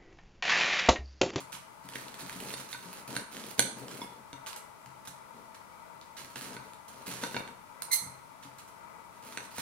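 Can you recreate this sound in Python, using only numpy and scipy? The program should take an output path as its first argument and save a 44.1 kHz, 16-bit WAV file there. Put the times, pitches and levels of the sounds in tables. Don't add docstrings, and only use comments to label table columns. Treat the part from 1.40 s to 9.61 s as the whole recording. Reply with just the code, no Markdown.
import sys
import numpy as np
from scipy import signal
from scipy.fft import rfft, irfft, next_fast_len
from scipy.io import wavfile
from scipy.ndimage import map_coordinates

SR = 44100
rng = np.random.default_rng(int(sys.argv[2]) if len(sys.argv) > 2 else 0)


def to_wav(sig):
    pcm = np.clip(np.atleast_2d(sig), -1, 1) * 32767
    pcm = np.round(pcm).astype(np.int16)
    wavfile.write(sys.argv[1], SR, pcm.T)


N = 362061

# start in seconds, level in dB, treble in dB, length in seconds.
FLICKS = [(0.002, -34.5, -13.5, .016), (0.1217, -32, -13.5, 0.042), (0.791, -37.5, -10.5, 0.035),
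          (1.31, -48.5, -1, .018), (3.067, -27, -16.5, 0.034), (3.161, -39.5, -7, 0.016),
          (3.652, -41, -13, 0.013), (3.676, -36, -9, 0.012), (4.145, -34, -19.5, 0.016),
          (4.767, -30.5, -18.5, 0.048), (5.48, -41.5, -11, 0.026), (6.421, -27.5, -4.5, 0.0031),
          (7.026, -35, -20.5, 0.034), (7.184, -39.5, -12.5, .024), (7.276, -48.5, -8.5, .02)]
# start in seconds, level in dB.
PLATE_BUMPS = [(0.002, -49), (0.135, -50), (0.443, -43), (0.825, -42.5), (0.958, -40), (1.048, -48),
               (1.455, -45.5), (2.616, -50), (2.929, -42.5), (3.462, -50.5), (3.676, -43.5), (5.677, -37.5),
               (6.618, -43.5), (6.661, -41.5), (7.051, -46), (8.185, -39)]
# start in seconds, level in dB, pitch in Hz.
TICKS = [(0.1286, -29.5, 2900), (0.151, -30, 3060), (0.4892, -29, 3330), (0.536, -28, 2780),
         (0.683, -31.5, 3930), (0.7427, -27.5, 4230), (0.8077, -27.5, 4330), (0.8962, -22, 4300),
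         (0.9277, -27, 3900), (1.0028, -23, 2940), (1.105, -26, 2870), (1.968, -25, 3520),
         (2.0393, -30, 3450), (2.4827, -28.5, 3100), (3.063, -29, 2960), (3.131, -27, 3850),
         (3.4606, -35.5, 3040), (3.674, -26.5, 4090), (4.6138, -36, 4470), (4.847, -30, 5220),
         (5.0109, -23.5, 4230), (5.335, -35, 4220), (7.9247, -34, 3230)]
# start and length in seconds, then rasp, push and start-to-end swell in dB.
STROKES = [(0.431, .1, -61, -62, 5), (0.534, 0.29, -57, -53.5, -10), (0.796, 0.23, -57.5, -54.5, 3),
           (0.994, .14, -52.5, -47.5, 9), (1.165, 0.1, -55.5, -55, -8), (1.286, 0.17, -58.5, -59.5, -12),
           (1.426, 0.2, -55, -53, -1), (1.674, 0.14, -52, -45.5, 2.5), (1.909, 0.21, -53, -49.5, -2),
           (2.176, 0.11, -56, -45, -26), (2.358, .15, -59.5, -46.5, -1), (2.502, 0.14, -55.5, -47, -2.5),
           (2.647, 0.17, -72, -56, -12), (3.93, 0.15, -74.5, -58.5, -12), (4.77, 0.2, -63.5, -60, -12),
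           (4.955, 0.042, -50, -50.5, -12), (5.014, 0.14, -52, -49.5, -8), (5.182, 0.12, -63.5, -57, -7),
           (5.477, 0.16, -64, -59, 6), (5.655, 0.34, -52.5, -50.5, -7), (5.811, .06, -46.5, -42, -7),
           (5.948, 0.053, -59.5, -40.5, -5), (6.03, .09, -68, -56, -1), (7.725, .09, -71.5, -65, -14),
           (7.822, 0.24, -59, -57, -2.5), (8.104, 0.099, -52.5, -66, 20)]
# start in seconds, then level, treble, thud, plate ring and
# blade ring in dB, then plate ring tilt in dB per octave.
CLINKS = [(0.5567, -31, -17.5, -13, -6, 0, 4), (1.1384, -32.5, -15.5, -8.5, 3, -3, 13),
          (1.3289, -34, -17, -23, 4.5, 4, 8), (1.3456, -35, -27, -20, 9, -9, -3),
          (1.765, -30, -14.5, -12, 2.5, 3.5, 0), (2.1936, -17, -8, -11, -7.5, 0.5, 0),
          (2.93, -35, -19, -17, 0, -3, -2), (4.9593, -24, -35, -20, -4, -13, -5),
          (5.1665, -29, -32.5, -15, 0.5, 9.5, -4), (5.8362, -26.5, -21.5, -11, 7.5, 6, -3),
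          (5.9445, -28, -24, -9.5, 6.5, -17, 0), (5.9654, -27.5, -27.5, -9, 13.5, -18, -1),
          (6.0765, -39.5, -18, -17, -2, -5, -4), (7.9735, -27, -18.5, -16, -2, -2, -3.5),
          (8.1827, -39, -10.5, -2.5, 2.5, 1, -8)]
# time in seconds, level in dB, tilt in dB per octave.
SQUEAL_CONTOUR = [(6.507, -69, -16), (6.515, -28, 0), (6.531, -26, 0.5), (6.536, -19, 0.5),
                  (6.55, -31, 1.5), (6.561, -33, 9), (6.575, -58, -5)]
# time in seconds, rate in Hz.
SLIP_RATE = [(6.51, 2115), (6.535, 2070), (6.56, 2085)]
# multiple of the slip rate, level in dB.
SQUEAL_HARMONICS = [(1, -2.5), (2, -1), (3, -2), (4, -2), (5, 1.5), (6, -4), (7, -16)]

# frequency in Hz, level in dB, T60 in seconds.
WORKTOP_MODES = [(88, -16, 0.2), (131.8, 0, 0.5), (180, -1.5, 0.34), (244, -21, 0.082), (278.5, -1, 0.2)]
PLATE_MODES = [(950, -5, .06), (1435, -5.5, .05), (1530, -5.5, .06), (2310, -7, .04), (2760, -6, .04),
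               (3540, -7, .04), (3690, -3, .045), (4270, -7, .035), (4570, -10, .04), (5200, -17, .04),
               (6900, -18, .06), (10700, -17, .08)]
BLADE_MODES = [(2050, -1, .02), (4150, -3, .02), (4380, -3, .025), (5960, -7, .035), (6150, -8, .035),
               (8350, -3, .03), (8510, -1, .04), (8690, -1, .04), (9300, -7, .05), (10500, -7, .025),
               (11100, -7, .03)]
FORK_MODES = [(950, 4, 0.057), (2180, -7, 0.049), (3450, -2, 0.054), (5220, -2, 0.036), (8800, -24, 0.15),
              (10700, -13, 0.11)]

# frequency in Hz, level in dB.
FAN_SPECTRUM = [(100, -47), (500, -14.5), (600, -14), (655, -6.5), (760, -23.5), (860, -3.5), (945, -0.5),
                (1040, -10.5), (1330, -8.5), (1650, -21.5), (1880, -29), (2000, -11.5), (2110, -25),
                (2280, -17), (2700, -31), (6000, -101)]
HUSH_SPECTRUM = [(25, 1), (60, 11.5), (190, 17), (400, 9), (800, 9.5), (1200, 12), (1600, 4.5), (3000, 0.5),
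                 (7000, -3), (9900, -1), (12000, -5), (16000, -8.5)]
RASP_SPECTRUM = [(300, -8.5), (700, -5.5), (1100, 4.5), (1550, 6.5), (1900, 2.5), (2800, 1.5), (4300, 2),
                 (5100, -0.5), (6200, 2), (7400, -1), (9500, 2.5), (11500, -0.8), (15500, -13.5)]
WORKTOP_SPECTRUM = [(20, -45), (45, -40), (70, -24), (105, -17), (132, 2.5), (158, -13), (190, 1.5),
                    (280, -1.5), (335, -7), (430, -2), (620, -8.5), (1000, -16.5), (2000, -24),
                    (6000, -110)]
CRUMB_SPECTRUM = [(300, -55), (1200, -8), (2500, 4.5), (3600, -8), (4500, 2.5), (5500, -13), (10000, 3),
                  (15500, -4)]
KNOCK_SPECTRUM = [(200, -9), (1150, -9.5), (1550, 11.5), (2200, 7), (3000, 1), (4300, 0.5), (4950, -15),
                  (6000, 3.5), (7300, -8.5), (8600, -4), (11000, -10), (12500, -20), (14300, -15),
                  (16000, -45)]
SCREECH_SPECTRUM = [(1500, -22.5), (5000, -7), (8000, 0), (10500, 4), (12500, 5), (15500, -7)]

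# delay in seconds, level in dB.
WALL_ECHOES = [(.0087, -16.5), (.0103, -10.5), (.0198, -24), (.0305, -14)]
# frequency in Hz, T60 in seconds.
ROOM_DECAY = [(150, 0.8), (1000, 0.6), (4000, 0.43), (9000, 0.42), (15000, 0.22)]


def amp(db):
    return 10 ** (np.asarray(db) / 20)


def unit(x):
    return x / np.sqrt(np.mean(x ** 2) + 1e-20)


def along(points, hz):
    knots_hz, values = np.transpose(points)
    return np.interp(np.log(hz + 1), np.log(knots_hz), values)


def wobble(rate_hz, size=N):
    knots = rng.standard_normal(int(size * rate_hz / SR) + 4)
    return map_coordinates(knots, [np.arange(size) * rate_hz / SR])


def filtered(x, response):
    n = x.shape[-1]
    padded = next_fast_len(n + 8192)
    return irfft(rfft(x, padded) * response(np.fft.rfftfreq(padded, 1 / SR)), padded)[..., :n]


def coloured(x, spectrum):
    return unit(filtered(x, lambda hz: amp(along(spectrum, hz))))


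def impulse(spectrum, size=8192):
    cepstrum = irfft(np.log(amp(along(spectrum, np.fft.rfftfreq(size, 1 / SR)))))
    cepstrum[1:size // 2] *= 2
    cepstrum[size // 2 + 1:] = 0
    click = irfft(np.exp(rfft(cepstrum)))
    return click / np.abs(click).max()


def brighten(x, step_db, corner_hz):
    return filtered(x, lambda hz: amp(step_db * (1.5 - 1 / (1 + (hz / corner_hz) ** 6))))


def add(track, start_s, sound):
    span = track[max(round(start_s * SR), 0):][:len(sound)]
    span += sound[:len(span)]


def grit(slips_per_s, spread_db):
    sizes = rng.standard_normal(N) * amp(spread_db * np.minimum(rng.exponential(size=N), 4))
    return unit(sizes * (rng.random(N) < slips_per_s / SR))


def ring(modes, scatter_db):
    t = np.arange(SR // 3) / SR
    hz, db, t60_s = np.transpose(modes)[:, :, None]
    envelopes = amp(db + scatter_db * rng.standard_normal(hz.shape) - 60 * t / t60_s)
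    signs = rng.choice([-1, 1], hz.shape)
    return np.sum(envelopes * signs * np.sin(2 * np.pi * hz * t), axis=0)


def fade_in(x, attack_s):
    return x * (1 - np.exp(-np.arange(len(x)) / SR / attack_s))


def effort(strokes, attack_s, release_s):
    power, t = np.zeros(N), np.arange(SR // 2) / SR
    for start_s, length_s, db, swell_db in strokes:
        held = amp(db + swell_db * (np.minimum(t / length_s, 1) - 0.5))
        release = np.exp(-np.maximum(t - length_s, 0) / release_s)
        add(power, start_s, (fade_in(held, attack_s) * release) ** 2)
    return np.sqrt(power)


def appliance():
    drone = coloured(rng.standard_normal((2, N)), FAN_SPECTRUM) * amp(1.16 * wobble(rate_hz=6))
    hush = coloured(rng.standard_normal((2, N)), HUSH_SPECTRUM)
    return amp([[-49], [-63]]) * drone + amp(-57) * hush


def flicks():
    out, t = np.zeros(N), np.arange(SR // 4) / SR
    rasp = coloured(grit(slips_per_s=8300, spread_db=0), RASP_SPECTRUM)
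    for start_s, db, treble_db, length_s in FLICKS:
        scrape = rasp[round(start_s * SR):][:len(t)] * np.exp(-(t / length_s) ** 2.1)
        add(out, start_s, amp(db - 14) * brighten(scrape, treble_db + 15.5, corner_hz=6500))
    return out


def worktop(swell_share=0.4):
    shake = coloured(grit(slips_per_s=1200, spread_db=2), WORKTOP_SPECTRUM)
    diffuse = coloured(rng.standard_normal((2, N)), WORKTOP_SPECTRUM)
    bumps = np.zeros(N)
    for start_s, db in PLATE_BUMPS:
        boom = ring(WORKTOP_MODES, scatter_db=4.5)
        add(bumps, start_s, amp(db - 6) * fade_in(boom, attack_s=0.0022))
    pushes = [(start_s, length_s, push_db, swell_share * swell_db)
              for start_s, length_s, _, push_db, swell_db in STROKES]
    hand_weight = effort(pushes, attack_s=0.01, release_s=0.021)
    return amp([[0.5], [-3.8]]) * (hand_weight * shake + bumps) + amp(-10) * hand_weight * diffuse


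def ticks(decay_cycles=1.8, snap_s=0.0012):
    out, t = np.zeros(N), np.arange(SR // 50) / SR
    for start_s, db, hz in TICKS:
        ping = np.sin(2 * np.pi * hz * t) * np.exp(-t * hz / decay_cycles)
        snap = coloured(rng.standard_normal(len(t)), RASP_SPECTRUM) * np.exp(-t / snap_s)
        add(out, start_s, amp(db - 5) * (ping + amp(-4) * snap))
    return out


def cutting():
    drags = [(start_s, length_s, rasp_db, swell_db)
             for start_s, length_s, rasp_db, _, swell_db in STROKES]
    catch = amp(2 * wobble(rate_hz=45))
    pressure = catch * effort(drags, attack_s=0.0042, release_s=0.0044)
    rasp = coloured(grit(slips_per_s=9000, spread_db=5), RASP_SPECTRUM)
    crumbs = coloured(grit(slips_per_s=110, spread_db=1.8), CRUMB_SPECTRUM)
    return pressure * (amp(1.8) * rasp + amp(-2) * crumbs)


def clinks(chatter_t60_s=0.0042):
    out, t = np.zeros(N), np.arange(SR // 3) / SR
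    crack, thud = impulse(KNOCK_SPECTRUM), impulse(WORKTOP_SPECTRUM)
    for start_s, db, treble_db, thud_db, plate_db, blade_db, tilt_db_per_oct in CLINKS:
        chatter = fade_in(rng.standard_normal(len(t)) * amp(-60 * t / chatter_t60_s), attack_s=0.0015)
        contact = signal.fftconvolve(crack, chatter / np.linalg.norm(chatter))[:len(t)]
        modes = [(hz, mode_db + tilt_db_per_oct * np.log2(min(hz, 3700) / 2500), t60_s)
                 for hz, mode_db, t60_s in PLATE_MODES]
        plate = amp(plate_db - 9.5) * ring(modes, scatter_db=3)
        blade = amp(blade_db - 13.5) * ring(BLADE_MODES, scatter_db=-6)
        knock = brighten(amp(10) * contact + plate + blade, treble_db + 15.5, corner_hz=6140)
        add(out, start_s, amp(db) * knock)
        add(out, start_s, amp(db + thud_db + 6.5) * thud)
    return out


def fork(start_s=2.6166, gain_db=-36):
    out, bar = np.zeros(N), ring(FORK_MODES, scatter_db=-1)
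    add(out, start_s, amp(gain_db) * fade_in(bar, attack_s=0.00041))
    return out


def squeal():
    knots_s, level_db, tilts = np.transpose(SQUEAL_CONTOUR)
    t = np.arange(knots_s[0], knots_s[-1], 1 / SR)
    out, n = np.zeros(N), len(t)
    jitter = 0.026 * wobble(1100, n) + 0.009 * wobble(150, n)
    slip_hz = np.interp(t, *np.transpose(SLIP_RATE)) * (1 + jitter)
    phase = 2 * np.pi * np.cumsum(slip_hz) / SR
    tilt_db_per_oct = np.interp(t, knots_s, tilts)
    tone = np.zeros(n)
    for k, db in SQUEAL_HARMONICS:
        flutter_db = 3 * wobble(450, n)
        tone += amp(db + tilt_db_per_oct * np.log2(k / 3) + flutter_db) * np.sin(k * phase)
    screech = amp(tilt_db_per_oct - 7) * coloured(rng.standard_normal(n), SCREECH_SPECTRUM)
    add(out, knots_s[0], amp(np.interp(t, knots_s, level_db)) * (unit(tone) + screech))
    return out


def kitchen(x, wet_db, right_db, left_lead_s=0.000055, echo_skew_s=0.000385, frame=256):
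    sides = np.array([[-0.5], [0.5]])
    bands_hz, t, noise = signal.stft(rng.standard_normal((2, SR // 2)), SR, nperseg=frame)
    coherence = 1 / (1 + (bands_hz[:, None] / 500) ** 2)
    noise[1] = coherence * noise[0] + np.sqrt(1 - coherence ** 2) * noise[1]
    decay = amp(-60 * t / along(ROOM_DECAY, bands_hz)[:, None])
    build_up = 1 - np.exp(-t / 0.0028)
    tail = signal.istft(noise * decay * build_up, SR, nperseg=frame)[1]
    hz = np.fft.rfftfreq(tail.shape[1], 1 / SR)
    direct = np.exp(-2j * np.pi * hz * left_lead_s * sides)
    early = sum(amp(db) * np.exp(-2j * np.pi * hz * (delay_s + (-1) ** k * echo_skew_s * sides))
                for k, (delay_s, db) in enumerate(WALL_ECHOES))
    late = amp(wet_db) * rfft(tail) / np.linalg.norm(tail[0])
    balance_db = along([(500, -3.5), (1300, -1), (2500, right_db), (10000, right_db), (15000, 3.5)], hz)
    response = np.roll(irfft((direct + early + late) * amp(balance_db * sides)), frame, axis=1)
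    return signal.fftconvolve(x[None], response, axes=1)[:, frame:frame + N]


def scene():
    knocks = kitchen(clinks() + fork(), wet_db=-5, right_db=6)
    scrapes = kitchen(cutting() + flicks(), wet_db=-3, right_db=7)
    clicks = kitchen(ticks(), wet_db=-3.5, right_db=4)
    skid = kitchen(squeal(), wet_db=-4.5, right_db=8.5)
    return knocks + scrapes + clicks + skid + worktop() + appliance()


def record(dry):
    cutoff_hz = 15900
    return filtered(dry, lambda hz: 1 / (1 + (hz / cutoff_hz) ** 120))


dry = scene()
out = record(dry)
to_wav(out)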